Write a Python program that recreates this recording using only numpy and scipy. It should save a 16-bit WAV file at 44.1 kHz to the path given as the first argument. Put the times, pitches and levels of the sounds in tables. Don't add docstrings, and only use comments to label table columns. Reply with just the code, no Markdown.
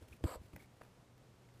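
import sys
import numpy as np
from scipy import signal
from scipy.fft import rfft, irfft
from scipy.io import wavfile

SR = 44100
rng = np.random.default_rng(int(sys.argv[2]) if len(sys.argv) > 2 else 0)


def store_wav(level_fs):
    pcm = np.round(np.clip(np.atleast_2d(level_fs), -1, 1) * 32767)
    wavfile.write(sys.argv[1], SR, pcm.T.astype(np.int16))


def magnitude_from_level(level_db):
    exponent = np.asarray(level_db, float) / 20
    return 10 ** exponent


N = 70560

# pitch in Hz, level in dB per Hz.
AIR_COLOUR = [(25, -16), (55, -9), (122, -4.5), (215, -10.5), (600, -16), (1500, -24.5), (8000, -37),
              (15500, -44.5)]
AIR_DB, AIR_WOBBLE_DB, AIR_TOP_HZ = -63.5, .5, 14400
HUM_HZ, HUM_WIDTH_HZ, HUM_DB, HUM_STEADY_DB = 122, 25, -78, -71
WHINE_HZ, WHINE_DB = 11536, -99

# start in seconds, length in seconds, pitch in Hz, level in dB.
FRAME_ROCKS = [(.004, .045, 77.5, -51), (0.029, 0.033, 94, -54.5), (0.102, 0.043, 76, -50.5),
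               (0.209, 0.027, 115, -49), (0.299, 0.032, 80, -52.5), (0.352, .035, 56.5, -46),
               (0.385, 0.043, 76.4, -47), (.435, .03, 94, -52.5), (0.525, 0.038, 69.5, -47.5),
               (.522, 0.057, 175.5, -54.5), (0.546, 0.038, 112, -55), (0.634, 0.029, 68, -60),
               (0.809, 0.019, 108, -56.5)]

# start in seconds, length in seconds, level in dB.
HAND_BRUSHES = [(.004, 0.063, -65.5), (0.074, 0.041, -64), (0.107, 0.054, -61.5), (0.157, .025, -65.5),
                (0.213, 0.11, -70), (0.39, 0.2, -70), (0.528, 0.018, -64), (0.543, 0.069, -73),
                (0.585, 0.056, -68), (0.603, 0.076, -68), (0.68, .1, -77), (.755, 0.055, -69),
                (0.803, 0.11, -69.5), (1.53, 0.11, -71)]
# pitch in Hz, level in dB per Hz.
BRUSH_COLOUR = [(300, 11.5), (1000, -4.5), (2200, -3), (4000, -8.5), (7000, -13), (11000, -9.5),
                (15500, -16.5)]

# start in seconds, pitch in Hz, level in dB, time to fade by 60 dB in seconds.
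CLOTH_FLICKS = [(0.02, 454, -49, 0.019), (0.026, 332, -53.5, 0.017), (.2090, 500, -48, 0.016),
                (0.215, 404, -58, 0.0092), (0.256, 494, -42, 0.011), (.3460, 232, -49, 0.048),
                (.3570, 520, -40, 0.031), (0.415, 238, -45.5, 0.018), (.5325, 311, -47, 0.037),
                (.5460, 206, -47, 0.034), (.5615, 2180, -47, 0.0098), (.5635, 555, -49, 0.035),
                (.5640, 2080, -48, .012), (0.62, 253, -61, 0.025), (0.5733, 290, -49.5, 0.037),
                (.5990, 2250, -63, .04), (.8128, 643, -44, 0.011), (.8170, 1130, -52, .012),
                (0.8185, 350, -49, 0.0085)]

TICK_STARTS = [
    .1120,
    .2085,
    .2391,
    .5322,
    .5613,
    .8102,
    .8168,
    1.178,
    1.488,
    1.540,
]
# length in seconds, level in dB, body pitch in Hz, level of the bright edge in dB.
TICK_SHAPES = [(0.0027, -86, 7600, -2), (.001, -68, 2100, -15), (0.0004, -44, 3100, -16),
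               (0.0037, -62, 2000, -18), (0.003, -51.5, 1960, -2), (0.0065, -56, 1360, -33),
               (0.0012, -54.5, 2000, -14), (0.0022, -73, 4320, 2), (0.0018, -63, 2000, -25),
               (0.0022, -77, 4320, 5)]
TICK_BRIGHT_HZ, TICK_TAIL_S = 10100, 0.0032
TICK_WIDTH_SHARE = 0.59

# start in seconds, length in seconds, pitch in Hz, level in dB.
FINGER_SQUEAKS = [
    (0.126, 0.0097, 2520, -53.5),
    (0.146, 0.011, 2650, -76),
    (0.595, .018, 2190, -63),
    (0.622, 0.012, 2200, -69),
    (.634, 0.021, 2240, -68),
    (0.831, .014, 2440, -72),
]
SQUEAK_WIDTH_HZ = 240

THUMP_START_S, THUMP_LENGTH_S, THUMP_CREST_S = .2330, .0315, .2546
THUMP_HZ, THUMP_DB = 82, -25
THUMP_RISE_SHARE = .76
THUMP_EDGE = 1.28

# time in seconds, drag in dB.
THREAD_DRAG = [
    (0.237, -88),
    (0.239, -47.5),
    (0.257, -55.5),
    (0.269, -50),
    (.298, -48.5),
    (0.345, -49.5),
    (.360, -54),
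    (.367, -67),
    (.380, -87),
]
FIBRES_PER_S, FIBRE_SPREAD_DB, FLUTTER_DB = 11000, 2.3, 1.8
# pitch in Hz, width in Hz, level in dB.
WEAVE_RESONANCES = [(213, 100, -15), (520, 135, 0), (742, 177, -2.5), (990, 122, -2), (1260, 160, -4),
                    (1650, 174, -9.5), (2190, 250, -11.5), (2920, 650, -14.5), (4600, 510, -11.5),
                    (7650, 540, -9), (8440, 1200, -11.5), (11550, 850, -12.5), (13200, 1800, -16),
                    (14800, 590, -21)]
BODY_TOP_HZ, BODY_EXTRA_SWING, BODY_FULL_DB = 4000, 0.36, -52

POP_S = .2408
# pitch in Hz, level in dB, time to fade by 60 dB in seconds.
CLOTH_TONES = [(318, -25.5, .034), (450, -38, .018), (610, -39, .016), (970, -44, .015), (1500, -47, .008)]

ECHO_T60_S, ECHO_DB = .15, -17


def rms_one(x):
    return x / np.sqrt(np.mean(x ** 2) + 1e-20)


def coloured(points):
    hz, db = np.transpose(points)
    f = np.arange(N // 2 + 1) * SR / N + 1
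    gain = magnitude_from_level(np.interp(np.log(f), np.log(hz), db)) * (f > 15)
    return rms_one(irfft(rfft(rng.standard_normal(N)) * gain, N))


def resonate(x, hz, width_hz):
    r = np.exp(-np.pi * width_hz / SR)
    top = [(1 - r * r) / 2, 0, (r * r - 1) / 2]
    return signal.lfilter(top, [1, -2 * r * np.cos(2 * np.pi * hz / SR), r * r], x)


def ring(start, hz, db, t60):
    t = np.maximum(np.arange(N) / SR - start, 0)
    return magnitude_from_level(db - 60 * np.minimum(t / t60, 4)) * np.sin(2 * np.pi * hz * t)


def swell(start, length, share):
    u = (np.arange(N) / SR - start) / length
    share = np.clip(share, .05, .95)
    ramp = np.clip(np.minimum(u / share, (1 - u) / (1 - share)), 0, 1)
    return np.sin(np.pi / 2 * ramp) ** 2


def drift(rate):
    knots = rng.standard_normal(N // 20)
    return np.interp(np.arange(N) / SR * rate, np.arange(len(knots)), knots)


def room_tone():
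    air = signal.sosfilt(signal.ellip(8, 1, 40, AIR_TOP_HZ, fs=SR, output="sos"), coloured(AIR_COLOUR))
    air_level = magnitude_from_level(AIR_DB + AIR_WOBBLE_DB * drift(12.2))
    rough_hum = resonate(rng.standard_normal(N), HUM_HZ, HUM_WIDTH_HZ)
    rough_hum = rms_one(resonate(rough_hum, HUM_HZ, 2 * HUM_WIDTH_HZ))
    turns = np.cumsum(HUM_HZ + 3.11 * drift(8)) / SR
    steady_hum = np.sqrt(2) * magnitude_from_level(1.5 * drift(7.3)) * np.sin(2 * np.pi * turns)
    whine = rms_one(resonate(rng.standard_normal(N), WHINE_HZ, 23.0))
    hum = magnitude_from_level(HUM_DB) * rough_hum + magnitude_from_level(HUM_STEADY_DB) * steady_hum
    return air_level * air + hum + magnitude_from_level(WHINE_DB) * whine


def frame():
    t = np.arange(N) / SR
    out = 0
    for start, length, hz, db in FRAME_ROCKS:
        rocking = np.sin(2 * np.pi * hz * (t - start) - np.pi / 2)
        out = out - magnitude_from_level(db) * swell(start, length, 0.53) * rocking
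    return out


def hands():
    strokes = sum(magnitude_from_level(db) * swell(start, length, 0.23) ** .5 for start, length, db in HAND_BRUSHES)
    return coloured(BRUSH_COLOUR) * magnitude_from_level(3.7 * drift(200)) * strokes


def flicks():
    return sum(ring(*flick) for flick in CLOTH_FLICKS)


def ticks():
    t = np.arange(N) / SR
    grit = rng.choice([-1, 1], N) * magnitude_from_level(drift(1500))
    high = signal.butter(2, TICK_BRIGHT_HZ, "high", fs=SR, output="sos")
    out = 0
    for start, (length, db, hz, bright_db) in zip(TICK_STARTS, TICK_SHAPES):
        fade = np.exp(-np.clip(t - start - length, 0, .2) / TICK_TAIL_S * 2)
        burst = grit * (t >= start) * fade + 1e-18
        width_hz = TICK_WIDTH_SHARE * hz
        body = resonate(resonate(burst, hz, width_hz), hz, 2 * width_hz)
        body = body - 1.43 * resonate(burst, 0.48 * hz, 0.16 * hz)
        out = out + magnitude_from_level(db) * (3 * body + magnitude_from_level(bright_db) * signal.sosfilt(high, burst))
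    return out


def squeaks():
    noise = rng.standard_normal(N)
    out = 0
    for start, length, hz, db in FINGER_SQUEAKS:
        rub = resonate(resonate(noise, hz, SQUEAK_WIDTH_HZ), hz, SQUEAK_WIDTH_HZ)
        out = out + magnitude_from_level(db) * swell(start, length, .3) * rms_one(rub)
    return out


def thump():
    swing = np.cos(2 * np.pi * THUMP_HZ * (np.arange(N) / SR - THUMP_CREST_S))
    size = magnitude_from_level(THUMP_DB) * swell(THUMP_START_S, THUMP_LENGTH_S, THUMP_RISE_SHARE)
    return size * np.tanh(THUMP_EDGE * swing)


def thread():
    s, db = np.transpose(THREAD_DRAG)
    drag_db = np.interp(np.arange(N) / SR, s, db, -140, -140)
    sizes = magnitude_from_level(FIBRE_SPREAD_DB * np.minimum(rng.exponential(1, N), 5)) * rng.choice([-1, 1], N)
    catches = rms_one(sizes * (rng.random(N) < FIBRES_PER_S / SR))
    body_swing = magnitude_from_level(BODY_EXTRA_SWING * np.clip(drag_db - BODY_FULL_DB, -12, 6))
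    rasp = 0
    for k, (hz, width_hz, band_db) in enumerate(WEAVE_RESONANCES):
        fluttering = catches * magnitude_from_level(FLUTTER_DB * drift(150.8))
        band = (-1) ** k * magnitude_from_level(band_db) * rms_one(resonate(fluttering, hz, width_hz))
        rasp = rasp + band * (body_swing if hz < BODY_TOP_HZ else 1)
    return magnitude_from_level(drag_db - 3.5) * rasp


def pop():
    return sum(ring(POP_S, *tone) for tone in CLOTH_TONES)


def echo(x):
    t = np.arange(SR // 2) / SR
    dull = signal.lfilter([.4], [1, -.6], rng.standard_normal(len(t)))
    tail = dull * magnitude_from_level(-60 * t / ECHO_T60_S) * (t > .006)
    return signal.fftconvolve(x, tail / np.sqrt(np.sum(tail ** 2)))[:N]


def scene():
    near = flicks() + ticks() + squeaks() + thread() + pop()
    return (near + magnitude_from_level(ECHO_DB) * echo(near) + thump() + frame() + hands() + room_tone())[None]


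def band_limit(x):
    return signal.sosfilt(signal.butter(12, 16150, fs=SR, output="sos"), x)


def record(dry):
    top_cut = signal.ellip(12, 1, 45, 15500, fs=SR, output="sos")
    mix = signal.sosfilt(top_cut, dry)
    return band_limit(mix)


dry = scene()
out = record(dry)
store_wav(out)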